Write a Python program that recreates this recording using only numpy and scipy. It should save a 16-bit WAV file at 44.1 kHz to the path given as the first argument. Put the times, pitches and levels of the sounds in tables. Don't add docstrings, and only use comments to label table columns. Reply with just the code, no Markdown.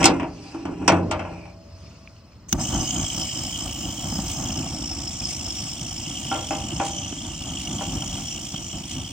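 import sys
import numpy as np
from scipy import signal
from scipy.fft import rfft, irfft, next_fast_len
from scipy.io import wavfile
from scipy.ndimage import uniform_filter1d

SR = 44100
rng = np.random.default_rng(int(sys.argv[2]) if len(sys.argv) > 2 else 0)


def generate_wav(sig):
    pcm = np.round(np.clip(np.atleast_2d(sig).T, -1, 1) * 32767).astype(np.int16)
    wavfile.write(sys.argv[1], SR, pcm)


N = 402191
HZ, T = np.fft.rfftfreq(512, 1 / SR)[:, None], np.arange(N // 128 + 5) * 128 / SR

# t/s, level/dB, bass gain/dB, clank gain/dB, crack gain/dB
FLAP_BLOWS = [(0.014, -16.5, -25, -16, -17), (0.028, -26, -2.5, 7, 5.5), (0.041, -15, 4, 2.5, 6),
              (0.054, -6.5, -6.5, -9, 3.5), (0.099, -23, 11.5, -25, -15), (0.154, -33, 0.5, -9, -26),
              (0.197, -21.5, -6.5, -7.5, -20), (0.229, -23, -4, -10, -25), (0.544, -30, 4, -28, -20),
              (0.653, -23.5, 3.5, -13.5, -20), (0.709, -33.5, -3.5, -32, -21),
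              (0.815, -30.5, 8.5, -16, -36.5), (0.878, -5.5, -6, -8, -5.5), (0.919, -12.5, 3, -17, -18),
              (0.949, -27.5, 5, -27, -40), (1.111, -14.5, -23, -9.5, -8.5), (1.193, -20.5, -10, -10.5, -21),
              (1.249, -28, -17, -12, -30), (1.314, -36.5, 4, -22, -29), (1.453, -43.5, -21, -6, -15.5)]
# f/Hz, level/dB, t60/s
GRILL_MODES = [(93.5, -14.5, 2.3), (176.8, -6, 1.3), (279, 3.5, 0.32), (305.3, -1, 0.58), (330, 0, 1.2),
               (355, -23.5, 1.1), (464.5, -18, 0.77), (582, -17, 2.5), (619, -8.5, 0.7), (654, -32, 5.1),
               (698, -24, 1.4), (791.3, 11.5, 0.64), (824.3, -7.5, 1.5), (863, -26, 1.1),
               (987, -16.5, 0.21), (1040, -40, 0.33), (1092, -31, 0.21), (1374, -4.5, 0.3),
               (1482, -6, 0.26), (2110, -14, 0.6), (2306, -16, 0.14), (2604, -4, 0.26), (2750, -15, 0.15),
               (3180, -5.5, 0.11), (5650, -1.5, 0.065), (5010, -13, 0.12)]
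# f/Hz, level/dB
CLATTER_SPECTRUM = [(29, -41), (50, -18), (151, -6), (217, -48), (304, -2.5), (458, -10), (966, -1),
                    (1230, -12.5), (1940, -14), (2650, -5), (3810, -25), (5210, -20.5), (8430, -17),
                    (10500, -40), (15800, -41)]
# f/Hz, t60/s
CLATTER_DECAY = [(100, 1), (300, 0.74), (800, 0.38), (2500, 0.21), (5000, 0.1), (10000, 0.029)]
# t/s, bass level/dB, clank level/dB
RATTLE_LEVELS = [(0.0, -20, -21), (0.098, -23, -34), (0.3, -39, -57.5), (0.548, -48, -46), (0.68, -34, -51),
                 (0.966, -29, -37.5), (1.05, -27.5, -54.5), (1.32, -47.5, -48.5), (1.5, -53.5, -56),
                 (1.7, -62, -101)]
# t/s, wind level/dB, rustle level/dB
AIR_LEVELS = [(0.0, -34, -71), (0.48, -46.5, -48.5), (0.91, -45.5, -72), (1.07, -35, -56), (1.59, -48, -62),
              (1.87, -44.5, -55.5), (2.24, -48.5, -62), (2.5, -45.5, -65.5)]
# f/Hz, level/dB
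WIND_SPECTRUM = [(15, -40), (25, -15), (77, 2.5), (206, -6), (406, -19), (654, -19), (743, -24),
                 (1150, -21), (1700, -31.5), (2000, -28), (2600, -48), (4400, -120)]
# f/Hz, level/dB
RUSTLE_SPECTRUM = [(710, -29), (1200, -7), (1690, -17.5), (2110, -10.5), (2550, -0.5), (3470, -9.5),
                   (3600, -7), (3900, -10), (4240, -4), (4470, -4.5), (5030, 1), (10500, -27), (13600, -68),
                   (22000, -120)]
# f/Hz, delay/s, level/dB
INSECT_NOTES = [(4190, 0, -58), (5300, .011, -58)]
# t/s, level/dB, f/Hz, t60/s
LIGHTER_CLICKS = [(2.075, -30.5, 2430, 0.012), (2.1655, -47, 2900, 0.0099), (2.3316, -50, 2300, 0.012),
                  (2.5278, -4, 6310, 0.02)]
# t/s, level/dB, turn of the nozzle/1, gain of its third resonance/dB
JET_MOTION = [(2.62, -41, 0.39, 8.5), (2.75, -41, 0.043, 6.5), (3.0, -40.5, -0.42, 7),
              (3.2, -39, 0.37, -3.5), (3.45, -40.5, 0.093, -2.5), (3.75, -43, -.4, -3.5),
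              (4.2, -43, 0.45, 2.5), (4.5, -44, 0.047, 6), (4.65, -44, 0.59, -5), (4.95, -45.5, 1, -4),
              (5.3, -44.5, 0.93, 2), (5.62, -41.5, 0.7, -12), (5.85, -45, 0.46, -1.5),
              (6.25, -41.5, -0.3, -5.5), (6.7, -44.5, -0.14, -4), (6.95, -45, -0.45, 8),
              (7.3, -45.5, -0.13, -3), (7.55, -44.5, -.5, -2), (7.9, -43, -0.085, -1),
              (8.3, -43.5, -0.072, -2), (8.7, -45.5, 0.13, -1.5), (9.12, -46, -0.49, -34)]
# f/Hz, drift/(Hz/s), base width/Hz, gain/dB, gain per unit turn/dB,
# share of the third resonance's gain/1, unlit gain/dB, share of the wobble/1
NOZZLE_RESONANCES = [(3060, 4, 230, 3, -5, 0, -20, 1), (5300, 50, 380, 2, 7, 0, -10, .19),
                     (6330, -55, 480, 0, 0, 1, 8, .35), (7400, -55, 560, 1.1, .6, .3, -2, .3)]
# t/s, relative depth/1
JET_WOBBLE = [(2.5, 0.0029), (4.2, 0.011), (5, 0.06), (6.0, 0.025), (7, 0.029), (9.1, 0.026)]
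# f/Hz, level/dB
HISS_SPECTRUM = [(1200, -20.5), (1700, -10), (2300, 3), (4000, -0.5), (6000, 6), (8500, 3), (9600, -4),
                 (10400, -23.5), (11500, -83)]
# f/Hz, level/dB
TOP_SPECTRUM = [(11500, -71), (12600, -24), (13600, -7), (14500, 2.5), (15700, 1)]
# t/s, gain/dB
TOP_GAIN = [(2.5, -6), (3.3, -9.5), (3.8, -4.5), (4.45, -4), (4.7, -11), (5.8, -10), (7.2, -13.5),
            (8.0, -8.5), (9.12, -11)]
# f/Hz, width/Hz, level/dB
IGNITER_MODES = [(1750, 970, -24), (2850, 190, -4.5), (3700, 490, -0.5), (5100, 1100, 0), (6100, 280, 9.5),
                 (8400, 1500, -39), (15000, 1700, 7)]
# t/s, level/dB
ROAR_LEVELS = [(2.531, -18), (2.544, -23.5), (2.565, -35), (2.6, -28), (2.75, -27), (3.0, -32.5),
               (3.3, -35), (3.9, -35), (4.19, -30.5), (4.28, -34.5), (4.42, -28), (4.68, -32),
               (4.84, -35.5), (5.3, -37), (6.0, -37.5), (6.3, -35), (6.55, -37), (6.73, -29.5), (6.85, -37),
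               (7.4, -35.5), (7.62, -33.5), (8.0, -31), (8.22, -34.5), (8.36, -38.5), (9.12, -35.5)]
# f/Hz, level/dB
ROAR_SPECTRUM = [(15, -49), (25, -27), (44, -2.5), (64, -0.5), (216, -4.5), (317, -5.5), (355, -10.5),
                 (391, -30), (749, -12.5), (840, -21), (924, -17), (997, -27.5), (1140, -20.5),
                 (1610, -31.5), (2400, -38.5), (3120, -36), (5280, -120)]
# t/s, level/dB, f/Hz
FLAME_PUFFS = [(2.534, -12, 86), (2.585, -10.5, 169), (2.715, -17, 97), (2.745, -5, 225), (3.03, -23, 153),
               (3.654, -17, 213), (4.12, -8, 210), (4.15, -14, 174), (4.185, -8, 205), (4.392, -19, 270),
               (4.436, -29, 293), (4.479, -27, 108), (4.657, -17, 190), (4.9, -19, 81.4),
               (5.459, -20, 91.5), (5.905, -22, 93), (6.71, -28, 117.4), (7.124, -15.5, 294),
               (7.41, -23.5, 215), (7.56, -30, 158), (7.701, -29, 137), (7.787, -14.5, 199),
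               (7.947, -31, 308), (8.149, -21, 192), (8.536, -15.5, 164), (8.971, -46, 79.5)]
# t/s, gain/dB
HISS_SPITS = [(4.3, 6.5), (5.31, 7.5), (5.9, 0.5), (6.33, -0.5), (6.87, 8.5), (7.62, 4), (7.85, 1),
              (8.17, 2.5), (8.92, 7)]
# t/s, level/dB
TOSS_HITS = [(6.314, -16.5), (6.348, -20), (6.507, -16.5), (6.798, -13.5), (7.809, -23.5), (8.019, -34.5),
             (8.172, -36.5)]
# f/Hz, coherence/1, phase lead of left/rad, left over right/dB
MIC_PORTS = [(40, .88, -0.3, 0), (80, 0.96, -.1, 0), (130, .99, 0, 0), (292, 1, .05, -0.5),
             (372, 0.79, -0.94, -5.5), (540, .7, 0.15, 7.5), (740, 0.98, -0.29, 1),
             (1500, 0.86, -0.36, 2.5), (2000, 0.68, -1.2, -2), (2550, 0.2, 0.88, 0), (3070, 1, 1, 0.1),
             (3900, 0, -1.3, 0), (5420, 0.9, -1.55, 0), (6300, 0, -1.6, -1), (7000, 1, -1.5, -1),
             (8700, 1, -1.3, -4), (10000, 0.9, 0.18, -3), (11750, 0.6, -2, 1), (14500, .86, .46, -0.5)]


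def amp(db):
    return 10 ** (np.asarray(db) / 20)


def unit_rms(x):
    return x / np.sqrt(np.mean(x ** 2) + 1e-20)


def unit_power(shape):
    return shape / np.sqrt((shape ** 2).sum(0))


def at_hz(points, hz):
    f, value = np.transpose(points)
    return np.interp(np.log(hz + 1), np.log(f + 1), value)


def at_times(rows, t):
    times, *columns = np.transpose(rows)
    return [np.interp(t, times, column) for column in columns]


def add(mix, start_s, sound):
    part = mix[..., round(start_s * SR):][..., :sound.shape[-1]]
    part += sound[..., :part.shape[-1]]


def wander(lo_hz, hi_hz):
    band = signal.butter(2, [lo_hz, hi_hz], "band", fs=SR / 32, output="sos")
    slow = signal.sosfilt(band, rng.standard_normal(N // 32 + 2))
    return np.interp(np.arange(N) / 32, np.arange(len(slow)), unit_rms(slow))


def flicker(frames, bins):
    field = rng.standard_normal((len(T), len(HZ))).T
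    return unit_rms(uniform_filter1d(uniform_filter1d(field, bins, 0), frames, 1))


def noise(magnitude):
    a, b, c, d = rng.standard_normal((len(T), len(HZ), 4)).T
    spectra = np.array([a + 1j * b, c + 1j * d]) * magnitude
    return signal.istft(spectra, nperseg=512, noverlap=384)[1][:, :N] * np.sqrt(1.5)


def coloured(white, spectrum, lo_hz=0, hi_hz=SR):
    n = next_fast_len(N)
    hz = np.fft.rfftfreq(n, 1 / SR)
    gain = unit_rms(amp(at_hz(spectrum, hz)) * (hz >= lo_hz) * (hz < hi_hz))
    return irfft(rfft(white, n) * gain)[:, :N]


def grill_modes(t, detune=0.0111):
    f, db, t60 = np.transpose(GRILL_MODES)[:, :, None]
    beat_hz = detune * f * rng.uniform(.4, 1, (2, len(f), 1)) * [[[1]], [[-1]]]
    rings = np.sin(2 * np.pi * f * t) + 0.26 * np.sin(2 * np.pi * (f + beat_hz) * t).sum(0)
    return rings * amp(db - 60 * t / t60) / np.sqrt(len(f))


def grill_clatter(t, peak_db=4):
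    hz, times, spectra = signal.stft(rng.standard_normal((6, len(t))), SR, nperseg=256)
    db = at_hz(CLATTER_SPECTRUM, hz)[:, None] - 60 * times / at_hz(CLATTER_DECAY, hz)[:, None]
    clatters = signal.istft(spectra * amp(db), nperseg=256)[1][:, :len(t)]
    return clatters * amp(peak_db) / abs(clatters).max()


def impacts(t, rings, clatters, open_s=.8, boom_db=4.5):
    out, contact_t = np.zeros((2, N)), t[:4096]
    mode_hz, _, t60 = np.transpose(GRILL_MODES)
    panel, lasting = abs(mode_hz - 795) < 45, t60 > 1.2
    hits = [(*row, -16, 16.5 if row[0] > open_s else 49) for row in FLAP_BLOWS]
    hits += [(*row, -8.5, -12.5, -21, -7, 25) for row in TOSS_HITS]
    spots = rng.standard_normal((len(hits), 2, len(rings)))
    chatters = rng.standard_normal((len(hits), len(contact_t))) * np.exp(-contact_t / 0.011)
    for k, (s, db, bass_db, clank_db, crack_db, panel_db, damping_db_per_s) in enumerate(hits):
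        weights = amp(np.where(panel, panel_db, 3 * spots[k])) * np.sign(spots[k, :, ::-1])
        tossed = k >= len(FLAP_BLOWS)
        free = lasting & (s > open_s) & (not tossed)
        n = len(t) if free.any() else len(t) // 2
        clatter = amp(-3 * tossed) * clatters[[k % 6, (k + 1) % 6], :n]
        damped = ((weights * ~free) @ rings[:, :n] + clatter) * amp(-damping_db_per_s * t[:n])
        response = damped + weights[:, free] @ rings[free, :n]
        chatter = chatters[k] / np.linalg.norm(chatters[k]) * amp(-6 * tossed)
        force = 2 * np.exp(-contact_t / .00005) + chatter
        deep_db = bass_db + boom_db * free.any()
        tone = [(190, deep_db), (260, bass_db), (400, bass_db), (520, 0), (1650, 0.011),
                (2000, clank_db + 9), (3000, clank_db + 7.5), (3900, crack_db + 16.5)]
        colour = amp(db - 15 + at_hz(tone, np.fft.rfftfreq(n, 1 / SR)))
        bang = irfft(rfft(response) * rfft(force, n) * colour)
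        attack = np.minimum(t[:n] / 0.0014, 1)
        add(out, s, (bang * attack)[:, :-len(force)])
    return out


def flap_rattle(t, rings, clatter):
    out, n = np.zeros((2, N)), 2 * len(t)
    bass_db, clank_db = at_times(RATTLE_LEVELS, np.arange(n) / SR)
    off_panel = abs(np.transpose(GRILL_MODES)[0] - 795) >= 45
    response = rfft(((0.5 + 0.51 * off_panel) @ rings + clatter) * amp(-150 * t), n)
    force = rng.standard_normal((2, n)) * amp(2.2 * wander(13.5, 60)[:n])
    force[:, round(RATTLE_LEVELS[-1][0] * SR):] = 0
    bass = np.fft.rfftfreq(n, 1 / SR) < 430
    for db, band in ((bass_db, response * bass), (clank_db, response * ~bass)):
        gain = band / np.sqrt(np.mean(abs(band) ** 2))
        add(out, 0, irfft(rfft(force * amp(db)) * gain))
    return out


def air():
    wind_db, _ = at_times(AIR_LEVELS, np.arange(N) / SR)
    _, rustle_db = at_times(AIR_LEVELS, T)
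    rustle_shape = unit_power(amp(at_hz(RUSTLE_SPECTRUM, HZ)))
    rustle = noise(rustle_shape * amp(rustle_db + 1 + 2.5 * flicker(10, 6)))
    return rustle + coloured(rng.standard_normal((2, N)) * amp(wind_db), WIND_SPECTRUM)


def microphone_hiss(db=-82):
    white = rng.standard_normal((2, N)) * amp(db)
    return coloured(white, TOP_SPECTRUM, TOP_SPECTRUM[0][0], TOP_SPECTRUM[-1][0])


def insect(pulse_hz=26.55, start_s=.023, note_s=.006):
    t, out = np.arange(N) / SR, 0
    for hz, delay, db in INSECT_NOTES:
        cycle = ((t - start_s - delay) * pulse_hz + .5) % 1 - .5
        pitch = hz * (1 + 0.011 * wander(2, 30) + 0.07 * cycle)
        envelope = amp(db + 1.5 * wander(.7, 12)) * np.exp(-(cycle / pulse_hz / note_s) ** 2)
        out = out + envelope * np.sin(2 * np.pi * np.cumsum(pitch) / SR)
    return out * [[1], [0]]


def hinge(start_s=1.2, length_s=.36, centre_hz=2420, db=-53.5):
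    swell = np.sin(np.pi * np.clip((T - start_s) / length_s, 0, 1)) ** 0.74
    band = unit_power(1 / (1 + ((HZ - centre_hz) / 250) ** 2) ** 2)
    return noise(band * swell * amp(db + 1.9 * flicker(4, 4)))


def lighter_clicks():
    out, t = np.zeros((2, N)), np.arange(2000) / SR
    attack = np.minimum(t / 0.00034, 1)
    for s, db, hz, t60 in LIGHTER_CLICKS[:-1]:
        add(out, s, attack * amp(db - 60 * t / t60) * np.sin(2 * np.pi * hz * t))
    body = sum(amp(db) * np.exp(-np.pi * width * t) * np.sin(2 * np.pi * hz * t)
               for hz, width, db in IGNITER_MODES)
    s, db, _, t60 = LIGHTER_CLICKS[-1]
    burst = rng.standard_normal((2, len(t))) * amp(-60 * t / t60)
    snap = signal.fftconvolve(body[None], burst, axes=1)[:, :len(t)]
    add(out, s - .001, amp(db + 1.5) * snap / abs(snap).max(1, keepdims=True))
    return out


def hiss_magnitude(gas_db, spit_s=0.036):
    spit_db = sum(db * np.exp(-((T - s) / spit_s) ** 2) for s, db in HISS_SPITS)
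    top_db, = at_times(TOP_GAIN, T)
    wide = unit_power(amp(at_hz(HISS_SPECTRUM, HZ))) * amp(gas_db + 2.5 + spit_db)
    top = unit_power(amp(at_hz(TOP_SPECTRUM, HZ))) * amp(gas_db + top_db + spit_db / 2)
    return np.hypot(wide, top)


def gas_jet(valve_s=2.484, lit_s=2.58, unlit_db=-49.5, choked_db=-53):
    burning_db, turn, third_db = at_times(JET_MOTION, T)
    valve = np.clip((T - valve_s) / .006, 0, 1)
    lit = np.clip((T - lit_s) / .025, 0, 1)
    before_spark = T < LIGHTER_CLICKS[-1][0]
    gas_db = lit * burning_db + (1 - lit) * np.where(before_spark, unlit_db, choked_db)
    drift_s = np.maximum(T - JET_MOTION[0][0], 0)
    frames = np.minimum(T * SR, N - 1).astype(int)
    wobble, = at_times(JET_WOBBLE, np.arange(N) / SR)
    pulse = np.tanh(wander(50.6, 65.3))
    flutter_db = (3 + 25 * wobble) * pulse
    trailing = np.roll(pulse, 180)[frames]
    whistle_power = 0
    for hz, drift, width, gain_db, turn_db, third_share, unlit_gain_db, share in NOZZLE_RESONANCES:
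        depth = share * wobble[frames]
        centre = (hz + drift * drift_s) * (1 + 0.013 * wander(1, 4.2)[frames])
        centre *= 1 + depth * (trailing + 1.24 * wander(20, 65)[frames])
        blurred_width = width * (1.3 + 17 * depth)
        peak = unit_power(1 / (1 + (2 * (HZ - centre) / blurred_width) ** 2) ** 1.26)
        db = gas_db + lit * (gain_db + turn_db * turn + third_share * third_db)
        db += (1 - lit) * np.where(before_spark, unlit_gain_db, min(unlit_gain_db, 0))
        db += 2.5 * wander(6.5, 42.4)[frames] + 1.48 * wander(2.14, 6.5)[frames]
        whistle_power = whistle_power + (peak * amp(db)) ** 2
    patches = amp(2 * flicker(4, 6))
    whistle = noise(np.sqrt(whistle_power) * valve) * amp(flutter_db)
    hiss = noise(hiss_magnitude(gas_db) * patches * valve) * amp(0.91 * flutter_db)
    return whistle + hiss


def flame(split_hz=410, catch_s=0.054, puff_cycles=3):
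    t = np.arange(N) / SR
    roar_db, = at_times(ROAR_LEVELS, t)
    age = t - ROAR_LEVELS[0][0]
    bright_db = -43.5 + 0.91 * (roar_db + 34) - 20 * np.clip(1 - age / catch_s, 0, 1) - 0.64 * age
    lumps_db = 1.5 * wander(8, 51) + 1.87 * wander(4.1, 5.23)
    white = rng.standard_normal((2, N)) * (age >= 0)
    out = coloured(white * amp(roar_db + lumps_db), ROAR_SPECTRUM, hi_hz=split_hz)
    out += coloured(white * amp(bright_db + lumps_db), ROAR_SPECTRUM, lo_hz=split_hz)
    breath = amp(-16) * coloured(white, ROAR_SPECTRUM, lo_hz=split_hz)
    for s, db, hz in FLAME_PUFFS:
        cycles = np.arange(0, puff_cycles, hz / SR)
        swell = amp(db - 10.5) * np.sin(np.pi * cycles / puff_cycles) ** 2
        puff = np.sin(2 * np.pi * cycles) + breath[:, round(s * SR):][:, :len(cycles)]
        add(out, s, swell * puff)
    return out


def microphone_ports(mix):
    n = next_fast_len(N)
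    shared, other = rfft(mix, n)
    hz = np.fft.rfftfreq(n, 1 / SR)
    coherence, phase, balance_db = (at_hz(np.array(MIC_PORTS)[:, [0, k]], hz) for k in (1, 2, 3))
    right = coherence * shared + np.sqrt(np.maximum(1 - coherence ** 2, 0)) * other
    half_pan = amp(balance_db / 2) * np.exp(.5j * phase)
    return irfft([shared * half_pan, right / half_pan])[:, :N]


def scene():
    t = np.arange(2 ** 16) / SR
    rings, clatters = grill_modes(t), grill_clatter(t)
    grill = impacts(t, rings, clatters) + flap_rattle(t, rings, clatters[0]) + hinge()
    torch = lighter_clicks() + flame() + gas_jet()
    return microphone_ports(grill + torch + air() + microphone_hiss() + insect())


def record(dry, low_hz=42, high_hz=15900):
    thinned = signal.sosfilt(signal.butter(3, low_hz, "high", fs=SR, output="sos"), dry)
    lowpass = signal.firwin(1023, high_hz, window=("kaiser", 9), fs=SR)
    return signal.oaconvolve(np.clip(thinned, -1, 1), lowpass[None], "same")


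dry = scene()
out = record(dry)
generate_wav(out)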